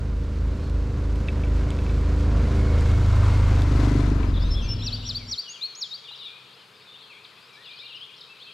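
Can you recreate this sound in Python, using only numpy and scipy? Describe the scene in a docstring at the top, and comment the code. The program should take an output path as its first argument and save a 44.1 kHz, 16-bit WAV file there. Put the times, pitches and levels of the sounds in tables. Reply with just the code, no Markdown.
"""On a grassy track in open country, a twin-cylinder utility vehicle drives up, passes close by and fades at idle.
Engine cycles drive its exhaust tones, its tailpipe rings with uneven firings, and shaped noise gives
clatter, tyres and grass. One songbird whistles near by in gliding notes; others warble and twitter
farther off, scattered by leaves and echoed by trees and cliffs. As the vehicle leaves, a breeze of
coloured noise and a faint far hum of three tones rise."""
import sys
import numpy as np
from scipy import signal
from scipy.fft import rfft, irfft, next_fast_len
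from scipy.io import wavfile
from scipy.ndimage import map_coordinates

SR = 44100
rng = np.random.default_rng(int(sys.argv[2]) if len(sys.argv) > 2 else 0)


def wrap_up_sound(samples):
    """Save the sound to the file named by the first command line argument, as 16-bit audio."""
    columns = np.atleast_2d(samples).T
    # keep every value between -1 and 1, then stretch to whole-number steps
    tamed = np.clip(columns, -1, 1)
    steps = np.round(tamed * 32767).astype(np.int16)
    wavfile.write(sys.argv[1], SR, steps)


N = 376173  # length in samples


def amp(db):
    """Decibels to gain."""
    return 10 ** (np.asarray(db) / 20)


def unit(x):
    """Scaled to rms 1."""
    return x / np.sqrt(np.mean(x ** 2) + 1e-20)


def along(points, hz):
    """Read (Hz, value) points on a log frequency axis."""
    f, v = np.transpose(points)
    return np.interp(np.log(hz + 1), np.log(f + 1), v)


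def curves(rows):
    """One value per sample for each column after the time."""
    s, *cols = np.transpose(rows)
    return [np.interp(np.arange(N) / SR, s, c) for c in cols]


def wobble(rate):
    """A smooth random curve with rate knots a second."""
    knots = rng.standard_normal(int(N * rate / SR) + 4)
    return map_coordinates(knots, [np.arange(N) * rate / SR])


def filtered(x, response):
    """x times a response of frequency."""
    m = next_fast_len(N + SR // 2)
    return irfft(rfft(x, m) * response(np.fft.rfftfreq(m, 1 / SR)), m)[..., :N]


def ring(x, colour, size=16384):
    """Ring x through a causal, minimum-phase body with the given colour."""
    cepstrum = irfft(np.log(amp(along(colour, np.fft.rfftfreq(size, 1 / SR)))))
    # fold the cepstrum forward, so the body only answers after it is struck
    cepstrum[1:size // 2] *= 2
    cepstrum[size // 2:] = 0
    return signal.fftconvolve(x, irfft(np.exp(rfft(cepstrum))))[:N]


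def add(track, s, sound):
    """Mix a sound into a track at time s."""
    part = track[max(round(s * SR), 0):][:len(sound)]
    part += sound[:len(part)]


def swells(rows):
    """Gain of a row of bell-shaped swells, each (s, half length s, dB)."""
    t = np.arange(N) / SR
    return sum(amp(db) * np.exp(-((t - s) / half) ** 2) for s, half, db in rows)


# Stereo spread of noise. Each row: frequency in Hz, side against mid in dB before each layer's offset.
WIDTH = [(150, -30.5), (380, -22), (700, -14), (1300, -7), (4400, -17), (15000, -20)]


def rush(spectrum, side_db):
    """Coloured stereo noise of rms 1, its width varying with frequency."""
    mid, side = filtered(rng.standard_normal((2, N)), lambda hz: amp(along(spectrum, hz)))
    side = filtered(side, lambda hz: amp(along(WIDTH, hz) + side_db))
    return unit(np.array([mid + side, mid - side]))


# Engine speed, a cruise dropping to idle. 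Each row: time in seconds, engine cycles a second.
ENGINE_SPEED = [(0, 25.88), (1.5, 26.02), (2.7, 26.14), (3.0, 26.0), (3.4, 25.55), (3.9, 24.75),
                (4.1, 24.5), (4.3, 22.7), (4.52, 21.35), (5.3, 20.3)]
# Clatter of the machinery. Each row: frequency in Hz, relative level in dB.
MACHINERY = [(290, -8.5), (500, -1.5), (661, -1), (843, -5.5), (969, -1), (1250, -5), (1370, -3.5),
             (1830, -10), (2130, -12), (2310, -11.5), (3430, -19), (4230, -17.5), (5090, -21),
             (7210, -27.5), (8000, -38), (10400, -40.5), (17600, -120)]
# Rumble of tyres and chassis. Each row: frequency in Hz, relative level in dB.
ROLL = [(25, -20), (60, 4), (110, 6.5), (200, -1.5), (350, -10), (600, -18), (1000, -56.5)]
# Brushed grass and dry stalks. Each row: frequency in Hz, relative level in dB.
GRASS = [(1500, -4), (3500, 4.5), (6000, -1.5), (8000, -4), (10000, -12.5), (12200, -14.5), (14000, -38),
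         (15500, -51)]
CUT_S, CUT_DB_PER_S = 5.33, 402  # the last of the vehicle dies quickly


def vehicle():
    """Exhaust, clatter in step with the engine, a drive whine and tyres rolling through grass."""
    turns = .56 + np.cumsum(curves(ENGINE_SPEED)[0]) / SR
    exhaust = boom(turns) + bark(turns + 0.2398)  # the bark leads the boom, in cycles

    beat_db = 20 * np.log10(amp(.5 * np.cos(2 * np.pi * turns) + 0.29 * np.cos(4 * np.pi * turns)))
    clatter_db = beat_db + 0.81 * wobble(120) + 0.78 * wobble(12)
    clatter = passing("clatter") * unit(amp(clatter_db) * rush(MACHINERY, side_db=-17.0))

    # the rumble heaves with each firing and drops in the long gap
    chug_db = 2.5 * (np.cos(2 * np.pi * (turns - .21)) + np.cos(4 * np.pi * turns))
    rumble = passing("rumble") * unit(amp(chug_db + wobble(10)) * rush(ROLL, side_db=6.5))
    swish = passing("swish") * unit(amp(2.1 * wobble(500) + wobble(10)) * rush(GRASS, side_db=5.5))
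    cut = amp(-CUT_DB_PER_S * np.maximum(np.arange(N) / SR - CUT_S, 0))
    return cut * (exhaust + clatter + whine(turns) + rumble + swish)


# How each part passes. Each entry: level abreast in dB before any fade, steepness of the distance law,
# start of its fade in seconds, fade in dB a second.
PARTS = { "boom": (-21.5, 0.73, 4.5, 31), "drone": (-25.2, 1.05, 2.65, 18), "clatter": (-36, 1.03, 4, 13.5),
         "whine": (-50, 2.2, 3.9, 18), "rumble": (-30.5, .5, 4.5, 18.5), "swish": (-47.5, 1.03, 4, 38)}
ABREAST_S, PASS_S = 3.526, 0.96  # the nearest moment; time to drive one passing distance


def passing(part):
    """Gain of one part of the vehicle: it swells with nearness and has its own later fade."""
    db, steepness, fade_s, fade_db_per_s = PARTS[part]
    t = np.arange(N) / SR
    distance = np.hypot(1, (t - ABREAST_S) / PASS_S)
    return amp(db - fade_db_per_s * np.maximum(t - fade_s, 0)) / distance ** steepness


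# The exhaust's boom. Each row: engine order, relative level in dB from the front, from the side, from behind.
BOOM = [(1, -13, -6.5, -9.5), (2, 1.5, -2.5, 0.5), (3, 0.5, 2, -3.5), (4, -11, 1.5, -5)]
SIDE_S, TURN_S = 3.195, 0.82  # the side faces the listener; time from front to side, or side to rear


def boom(turns):
    """Low exhaust orders change with the side that faces us and stumble as the engine drops to idle."""
    unsteady, = curves([(0, .06), (4.1, .06), (4.4, .5), (5.3, .3)])  # radians
    out = np.zeros(N)
    for k, front_db, side_db, rear_db in BOOM:
        db, = curves([(SIDE_S - TURN_S, front_db), (SIDE_S, side_db), (SIDE_S + TURN_S, rear_db)])
        k = round(k)
        if k == 2:
            db = db + throb_db()
        # the second cylinder fires early in the cycle
        lag = np.angle(1 + .8 * np.exp(-2j * np.pi * k * .42))
        phase = 2 * np.pi * k * turns + lag + unsteady * wobble(22)
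        out += np.sqrt(2) * amp(db + 1.1 * wobble(12)) * np.cos(phase)
    return passing("boom") * out


THROB_DB, THROB_HZ, THROB_SAG_HZ_PER_S = 4.5, 3.37, 0.72  # depth, rate at the first swell, slowing
THROB_PEAK_S, THROB_END_S = 0.15, 2.24  # its first swell, its end


def throb_db():
    """On the approach the firing tone beats, ever slower, and the beat dies as the vehicle comes near."""
    t = np.arange(N) / SR
    since = t - THROB_PEAK_S
    beats = THROB_HZ * since - .5 * THROB_SAG_HZ_PER_S * since ** 2
    return THROB_DB * np.clip(2 * (THROB_END_S - t), 0, 1) * np.cos(2 * np.pi * beats)


# The engine's drone from the front. Each row: frequency in Hz, relative level in dB.
DRONE = [(100, -25), (130, 9), (156, 0), (182, 2), (208, -5), (234, -2), (260, -11), (286, 2), (312, -8),
         (338, -12), (364, -5), (390, -2), (416, -12), (442, -24), (468, -2), (494, .5), (520, -14),
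         (572, -9), (620, -14), (900, -35), (2000, -80)]
# The tailpipe's colour under load. Each row: frequency in Hz, relative level in dB.
LOAD_PIPE = [(85, -64.5), (108, -17), (124, 12), (150, 1.5), (178, -26), (205, 4), (240, 0), (276, 9),
             (310, 2), (345, -4.5), (415, -4.5), (480, -24.5), (600, -44), (900, -47), (2000, -79)]
# The tailpipe's colour at idle. Each row: frequency in Hz, relative level in dB.
IDLE_PIPE = [(70, -47.5), (90, -1), (103, 4), (122, -6.5), (160, -17), (210, -19), (245, -3.5), (285, -45),
             (400, -34), (470, -28), (900, -42), (2000, -82)]
# The tailpipe turns into view under load. Each row: time in seconds, level in dB.
LOAD_BARK = [(3.0, -57), (3.5, -36), (3.8, -25.5), (4.1, -26.5), (4.5, -41.5), (5, -67)]
# It putters at idle. Each row: time in seconds, level in dB.
IDLE_BARK = [(4.1, -58), (4.45, -36), (4.78, -30.5), (5.1, -37), (5.3, -46)]


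def bark(turns, second_at=0.4243, second_db=-9, scatter_db=1.6):
    """Two uneven firings a cycle ring the tailpipe; from the front the engine drones and chugs."""
    firings = np.zeros(N)
    for offset, db in [(0, 0), (second_at, second_db)]:
        at = np.flatnonzero(np.diff(np.floor(turns - offset)))
        firings[at] += amp(db + scatter_db * rng.standard_normal(len(at)))

    waver, chug_db, cruise_hz = .16, -10, 26  # radians, dB against the tones, engine cycles a second
    steady = np.zeros(N)
    for k in range(5, 25):
        level = amp(along(DRONE, k * cruise_hz) + 1.5 * wobble(5))
        steady += level * np.cos(2 * np.pi * (k * turns + rng.random()) + waver * wobble(12))
    chug = amp(chug_db) * unit(ring(firings, DRONE))
    drone = passing("drone") * unit(unit(steady) + chug)
    loaded = amp(curves(LOAD_BARK)[0]) * unit(ring(firings, LOAD_PIPE))
    idling = amp(curves(IDLE_BARK)[0]) * unit(ring(firings, IDLE_PIPE))
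    return drone + loaded + idling


# The drive's whine and its sidebands. Each row: engine order, relative level in dB.
WHINE = [(79, -5), (81, -5), (82, -6), (83, -1), (84, 0), (86, -8)]


def whine(turns):
    """The drive sings in a grainy band that comes and goes: close orders, each fluttering by itself."""
    flicker_db, waver, patchy_db = 3, 1.4, 3.6  # waver in radians
    tones = np.zeros(N)
    for k, db in WHINE:
        tones += amp(db + flicker_db * wobble(14)) * np.sin(2 * np.pi * k * turns + waver * wobble(40))
    return passing("whine") * unit(amp(patchy_db * np.tanh(2 * wobble(9))) * tones)


# The cargo bed rattles. Each row: start in seconds, relative level in dB.
RATTLES = [(1.284, -20.5), (1.436, -33), (1.715, -38), (1.788, -34), (1.864, -34), (1.895, -37),
           (3.619, -31), (4.231, -33)]
# Ringing modes of the steel bed. Each row: frequency in Hz, relative level in dB, t60 in seconds.
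BED = [(2305, -1.5, 0.048), (2600, -1, 0.043), (3290, -10, 0.021), (3600, -4, 0.017)]
# The crack of each rattle. Each row: frequency in Hz, relative level in dB.
CLANK = [(900, -35), (1900, 2), (2600, -4), (3700, -3), (4300, -15.5), (7000, -39), (12000, -63)]
# Dry stalks break. Each row: start in seconds, relative level in dB.
SNAPS = [(0.387, -51), (0.6978, -46), (1.1573, -43), (1.705, -36), (2.8094, -39), (3.62, -35), (4.102, -41)]


def knocks(crack_t60=0.011):
    """Bumps ring the steel bed's modes with a noisy crack, and stalks snap under the wheels."""
    bed, clanks, stalks = np.zeros(N), np.zeros(N), np.zeros(N)
    t = np.arange(SR // 8) / SR
    clank_t60 = .028  # seconds
    for s, db in RATTLES:
        steel = np.zeros(len(t))
        for hz, level, t60 in BED:
            fading = amp(level + rng.normal(0, 2.1) - 60 * t / t60)
            steel += fading * np.sin(2 * np.pi * (hz * t + rng.random()))
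        add(bed, s, amp(db - 4) * steel * (1 - np.exp(-t / 0.00038)))
        add(clanks, s, amp(db - 60 * t / clank_t60) * rng.standard_normal(len(t)))
    for s, db in SNAPS:
        add(stalks, s, amp(db + 6.5 - 60 * t / crack_t60) * rng.standard_normal(len(t)))
    return bed + ring(clanks, CLANK) + ring(stalks, GRASS)


# The tyres dig in. Each row: middle in seconds, half length in seconds, level in dB.
CRUNCHES = [(2.75, 0.12, -48), (3.27, .17, -41.5), (3.7, .14, -50)]
# Colour of crunching soil. Each row: frequency in Hz, relative level in dB.
GRIT = [(100, -50), (400, -34), (750, -1), (1020, 7), (1350, 2), (1700, -13), (2500, -17), (4500, -33),
        (12000, -55)]


def crunch():
    """Grains of soil give way in clumps under the passing tyres."""
    grains_per_s, clump_db = 700, 3
    grains = (rng.random(N) < grains_per_s / SR) * rng.standard_normal(N)
    grains = grains * amp(clump_db * wobble(30.17))
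    return swells(CRUNCHES) * unit(ring(grains, GRIT))


# How far the vehicle's sound leans to the left, a little right at first and strongly left as it passes. Each
# row: time in seconds, lean (1 = the full shading below, negative leans right).
LEAN = [(0, -0.16), (2.5, -0.027), (3.2, 0.081), (3.6, 0.3), (3.95, 0.84), (4.4, 1.45), (5.2, 1.5)]
# Stereo shading at lean 1. Each row: frequency in Hz, left over right in dB.
LEAN_SHADE = [(150, 0.6), (280, 2.5), (470, 5), (1000, 13), (2300, 14), (4200, 8.5), (12000, 10)]


def travel(x):
    """The vehicle's sound leans ever more to the left as it passes, by an amount that depends on frequency."""
    hz, s, z = signal.stft(x, SR, nperseg=1024)
    ratio = amp(along(LEAN_SHADE, hz)[:, None] * np.interp(s, *np.transpose(LEAN)))
    left_right = 2 * np.array([ratio, np.ones_like(ratio)]) / (1 + ratio)
    return signal.istft(z * left_right, SR, nperseg=1024)[1][:, :N]


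# The near bird's opening whistles and closing flourish. Each row: start in seconds, length in seconds,
# level in dB, middle pitch in Hz, shape.
SONG = [ (4.392, 0.038, -48, 4830, "rise"), (4.42, 0.021, -41.5, 4940, "scoop"),
        (4.44, 0.058, -59, 6100, "lead"), (4.5, 0.062, -36, 5274, "hold"),
        (4.612, 0.075, -48, 6300, "hump"), (4.678, 0.073, -32, 5344, "hold"),
        (5.48, 0.057, -40.5, 6550, "scoop"), (5.609, 0.067, -28.5, 4220, "scoop"),
        (5.748, 0.015, -40, 5700, "rise"), (5.76, 0.06, -42.5, 6920, "hump"),
        (5.808, 0.041, -28, 4350, "plunge"), (5.83, 0.045, -39.5, 3450, "fall"),
        (5.903, 0.07, -34.5, 4130, "crest")]
# Its phrase. Each row: seconds after the plunge, length in seconds, dB over the phrase, middle pitch in Hz, shape.
PHRASE = [(-.07, .2, -29.5, 7200, "hold"), (-.03, .048, -9.5, 5680, "lead"), (0, .045, 1, 4484, "plunge"),
          (0.034, .035, -18, 3120, "dip"), (0.066, .043, 1, 4567, "scoop")]
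# Repeats of the phrase. Each row: time of the plunge in seconds, level in dB.
REPEATS = [(4.853, -30.5), (5.077, -29.5), (5.306, -29)]


def songbird():
    """The near bird opens with whistles, repeats its phrase and ends in a flourish."""
    phrases = []
    for s, db in REPEATS:
        for after, length, over_db, hz, shape in PHRASE:
            phrases.append((s + after, length, db + over_db, hz, shape))
    return sing(SONG + phrases)


# Note shapes by name. Each entry: pitch over the middle pitch, as a ratio, at five even steps.
SHAPES = { "hold": (1.0, 1.01, 1, 1.0, .97), "lead": (.92, .965, 1, 1.01, 1.0),
          "plunge": (1.33, 1.23, 1, .85, 0.75), "scoop": (0.82, .93, 1.005, 1.03, 1.01),
          "rise": (.81, .89, 1, 1.1, 1.18), "fall": (1.14, 1.07, 1, .93, 0.9),
          "dip": (1.3, 1.05, 1, 1.04, 1.066), "slide": (1.24, 1.1, 1, .97, .96),
          "climb": (.89, .94, 1, 1.06, 1.14), "droop": (1.1, 1.05, 1, .91, 0.82),
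          "crest": (0.96, .89, 1, 1.14, 1.1), "hump": (.9, 0.97, 0.99, 0.94, 0.85),
          "vee": (1.27, 1.09, 1, 1.05, 1.25), "lift": (.91, .9, 1, 1.14, 1.27),
          "swoop": (1.42, 1.1, 1, 1.08, 1.07)}


def sing(notes):
    """A row of notes, each a shape sung at its own pitch."""
    out = np.zeros(N)
    for s, length, db, hz, shape in notes:
        add(out, s, amp(db) * whistle(length, hz * np.array(SHAPES[shape])))
    return out


def whistle(length, pitches):
    """One gliding note of a syrinx, swelling and fading, with a fine flutter and weak overtones."""
    flutter, shimmer_db, second_db, third_db = .006, .8, -39, -36  # flutter as a share of pitch
    u = np.linspace(0, 1, max(int(length * SR), 64))

    def quiver():
        return map_coordinates(rng.standard_normal(128), [u * length * 300], mode="mirror")

    hz = map_coordinates(np.array(pitches, float), [u * (len(pitches) - 1)], mode="nearest")
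    phase = 2 * np.pi * np.cumsum(hz * (1 + flutter * quiver())) / SR
    swell = np.abs(np.sin(np.pi * u)) ** 0.91 * amp(shimmer_db * quiver())
    overtones = amp(second_db) * np.sin(2 * phase) + amp(third_db) * np.sin(3 * phase)
    return np.sqrt(2) * swell * (np.sin(phase) + overtones)


# The clearest calls of birds farther off. Each row: start in seconds, length in seconds,
# level in dB before the echoes, middle pitch in Hz, shape.
WARBLE = [ (.595, .1, -60, 4400, "hump"), (4.25, .09, -58, 5130, "hump"),
          (4.325, 0.063, -48, 3384, "slide"), (4.355, 0.038, -44, 3680, "fall"),
          (4.38, 0.11, -47, 3610, "climb"), (4.535, 0.084, -38.5, 3450, "hump"),
          (4.6, 0.093, -49, 2660, "dip"), (4.635, .04, -53, 4700, "fall"), (4.68, 0.063, -48, 2900, "lead"),
          (4.785, 0.033, -46, 4000, "dip"), (4.805, .04, -40, 3650, "rise"),
          (4.84, 0.077, -46.5, 2567, "vee"), (4.89, 0.05, -47, 3000, "climb"),
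          (4.94, 0.042, -44, 3360, "rise"), (5.015, 0.081, -46, 3220, "rise"),
          (5.04, 0.039, -44, 3850, "rise"), (5.135, 0.04, -49, 3600, "rise"),
          (5.16, 0.043, -48, 3350, "fall"), (5.18, 0.08, -52.5, 2240, "fall"),
          (5.425, 0.12, -44.5, 2880, "slide"), (5.455, 0.051, -51, 3100, "fall"),
          (5.53, 0.046, -41.5, 3200, "droop"), (5.54, 0.15, -53.5, 2400, "dip"),
          (6.035, 0.046, -48, 3500, "droop"), (6.067, .04, -45.5, 2840, "vee"),
          (6.078, 0.033, -44, 3720, "hump"), (6.105, 0.041, -42, 4040, "hump"),
          (6.115, 0.058, -45, 3150, "lift"), (6.155, 0.02, -51, 5100, "fall"),
          (6.175, 0.095, -44, 3600, "fall"), (6.18, 0.085, -50, 2950, "slide"),
          (6.225, 0.082, -42.5, 3630, "fall"), (6.25, 0.16, -51, 2410, "dip"),
          (6.51, .05, -56, 4500, "rise"), (6.57, .07, -56, 3100, "hump"), (6.745, 0.061, -58, 4740, "fall"),
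          (6.79, 0.06, -60, 4880, "climb"), (6.85, 0.1, -53.5, 3540, "dip"),
          (6.91, 0.073, -51, 3620, "lead"), (6.94, .04, -48, 3300, "rise"), (6.99, .1, -54, 3290, "slide"),
          (7.09, 0.054, -47.5, 2516, "droop"), (7.12, .07, -54, 3250, "vee"),
          (7.14, 0.09, -53.5, 2390, "climb"), (7.239, 0.021, -45, 3800, "plunge"),
          (7.25, .025, -53, 4500, "rise"), (7.3, .05, -59, 2000, "fall"), (7.36, .04, -55, 3500, "hump"),
          (7.365, .035, -55, 2550, "lead"), (7.38, 0.096, -59, 4800, "climb"),
          (7.48, .11, -55, 2370, "slide"), (7.525, .045, -57, 4940, "vee"),
          (7.53, 0.057, -56, 4050, "hump"), (7.55, 0.087, -55, 1810, "climb"),
          (7.635, 0.043, -50, 2850, "droop"), (7.66, .12, -48.5, 2400, "dip"),
          (7.648, 0.056, -46, 3390, "vee"), (7.705, 0.027, -45, 3500, "plunge"),
          (7.72, 0.027, -48, 4100, "rise"), (7.755, 0.035, -51, 4530, "fall"),
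          (7.765, 0.064, -46, 3550, "rise"), (7.81, 0.049, -49, 2380, "lead"),
          (7.83, 0.04, -48, 2760, "dip"), (7.852, .022, -43, 3900, "fall"),
          (7.87, 0.071, -46, 2850, "fall"), (7.882, 0.028, -45, 3110, "vee"),
          (7.925, 0.058, -41, 2830, "swoop"), (7.952, 0.03, -52, 4920, "fall"),
          (7.962, .022, -45, 2740, "fall"), (7.992, 0.06, -39.5, 3210, "climb"),
          (8.0, 0.036, -56, 4650, "fall"), (8.085, .03, -53, 2500, "hump"), (8.11, .04, -51, 3200, "rise"),
          (8.155, 0.021, -54, 4900, "rise"), (8.177, 0.017, -50, 4400, "plunge"),
          (8.205, 0.02, -44, 4050, "plunge"), (8.225, .025, -49, 3800, "dip"),
          (8.27, 0.088, -50.5, 2695, "hump"), (8.385, .035, -55, 4450, "fall"),
          (8.385, 0.064, -48, 3400, "rise"), (8.445, 0.073, -50, 2680, "hump")]


def warblers():
    """Farther birds sing through leaves, and trees and cliffs answer them."""
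    far = foliage(sing(WARBLE))
    return far + amp(-4) * echoes(far)


# Bouts of twittering in the trees. Each row: middle in seconds, half length in seconds, relative level in dB.
CHORUS = [(4.65, 0.21, -52), (4.953, 0.19, -48), (5.648, 0.087, -55), (6.165, 0.16, -49.5),
          (6.5, 0.071, -56), (7.0, 0.065, -55), (7.815, 0.14, -45), (8.21, 0.034, -53), (8.497, 0.1, -45)]
CHORUS_DB = -53  # the twittering between bouts, on the same relative scale


def chorus(count=340, centre_hz=3550, spread=.2):
    """Many distant birds twitter the same kinds of note at random, in bouts."""
    note_s = .045  # typical length
    out, shapes = np.zeros(N), list(SHAPES.values())
    starts = np.linspace(4.1, N / SR, count)
    chances = rng.standard_normal((count, 4))
    kinds = rng.integers(len(shapes), size=count)
    for s, z, kind in zip(starts, chances, kinds):
        pitches = centre_hz * np.exp(spread * np.clip(z[0], -2, 1.2)) * np.array(shapes[kind])
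        level_db = 2.4 * z[1] - 1.4 * abs(z[0])  # voices carry best in the middle of their range
        add(out, s + .02 * z[2], amp(level_db) * whistle(note_s * np.exp(.3 * z[3]), pitches))
    return unit(out) * (amp(CHORUS_DB) + swells(CHORUS))


def foliage(x):
    """Leaves along the way scatter a far call into many close copies."""
    scatter_db, t60 = -9, .14  # t60 in seconds
    t = np.arange(SR // 8) / SR
    paths = rng.standard_normal(len(t)) * amp(-60 * t / t60)
    scattered = signal.fftconvolve(x, paths / np.linalg.norm(paths))[:N]
    return (x + amp(scatter_db) * scattered) / np.hypot(1, amp(scatter_db))


# Echoes among trees and cliffs. Each row: frequency in Hz, t60 in seconds.
TREES = [(300, 0.98), (3000, 0.74), (6000, 1), (12000, 0.69)]


def echoes(x):
    """The scattered answer of trees and cliffs: stereo noise dying at a rate set by frequency."""
    hz, t, z = signal.stft(rng.standard_normal((2, SR)), SR, nperseg=256)
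    decay = amp(-60 * t / along(TREES, hz)[:, None])
    mid, side = signal.istft(z * decay, SR, nperseg=256)[1]
    tail = np.array([mid + .5 * side, mid - .5 * side]) / np.linalg.norm(mid)
    return signal.fftconvolve(x[None], tail, axes=1)[:, :N]


TICK_S, TICK_DB = 6.111, -33  # start, level before the grit's colour


def tick(t60=0.031):
    """A short gritty tick of dying noise."""
    out, t = np.zeros(N), np.arange(SR // 16) / SR
    add(out, TICK_S, amp(TICK_DB - 60 * t / t60) * rng.standard_normal(len(t)))
    return ring(out, GRIT)


# Colour of the breeze. Each row: frequency in Hz, relative level in dB.
BREEZE = [(35, -40), (60, -15), (95, -5.5), (140, 0.5), (230, -4.5), (350, -3.5), (440, 2.5), (640, -5),
          (850, -3), (1000, 0.5), (1300, 1), (1900, -5), (2400, -1.5), (4700, -6), (5700, -15.5),
          (8400, -18), (13500, -25), (15500, -33)]


def breeze():
    """Soft moving air: coloured noise with a gently wandering level."""
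    return amp(-54.5 + 0.52 * wobble(3.17)) * rush(BREEZE, side_db=0.5)


# The far hum's tones. Each row: frequency in Hz, level in dB once the background has risen.
HUM = [(127, -72.5), (191, -75.5), (427, -75.5)]


def far_hum():
    """Steady low tones, each wavering in level and phase."""
    t = np.arange(N) / SR
    out = np.zeros(N)
    for hz, db in HUM:
        level = np.sqrt(2) * amp(db + 1.5 * wobble(2))
        out += level * np.sin(2 * np.pi * hz * t + 0.82 * wobble(6))
    return out


def country():
    """Near and far birds and a tick; breeze, hum and twitter rise as the vehicle leaves."""
    near, crowd = songbird(), foliage(chorus())
    birds = near + amp(-11.5) * echoes(near) + warblers()
    twitter = amp(-11.2) * (crowd + echoes(crowd))
    rise_db, = curves([(0, -90), (3.9, -9), (4.5, 4), (5.3, 0.5), (8.5, 0)])
    return birds + tick() + amp(rise_db) * (breeze() + far_hum() + twitter)


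# Shading of sound from the left at leftward 1. Each row: frequency in Hz, left over right in dB.
LEFT_SHADE = [(200, 0), (400, 0), (700, 0.5), (1300, 2.5), (2400, 4), (4400, 2), (8000, 0.5)]


def pan(x, leftward):
    """Lean x to the left: the level difference grows with leftward and varies with frequency."""
    sides = np.array([[.5], [-.5]])
    return filtered(x, lambda hz: amp(leftward * along(LEFT_SHADE, hz) * sides))


def scene():
    """The vehicle over the open country."""
    balance = amp(np.array([[-.17], [.17]]))  # left and right, dB
    drive_by = travel(vehicle() + knocks() + crunch()) * balance
    return drive_by + pan(country(), leftward=1.4)


TOP_HZ = 15700


def record(dry):
    """Keep only what lies below the band limit."""
    return filtered(dry, lambda hz: hz < TOP_HZ)


dry = scene()
out = record(dry)
wrap_up_sound(out)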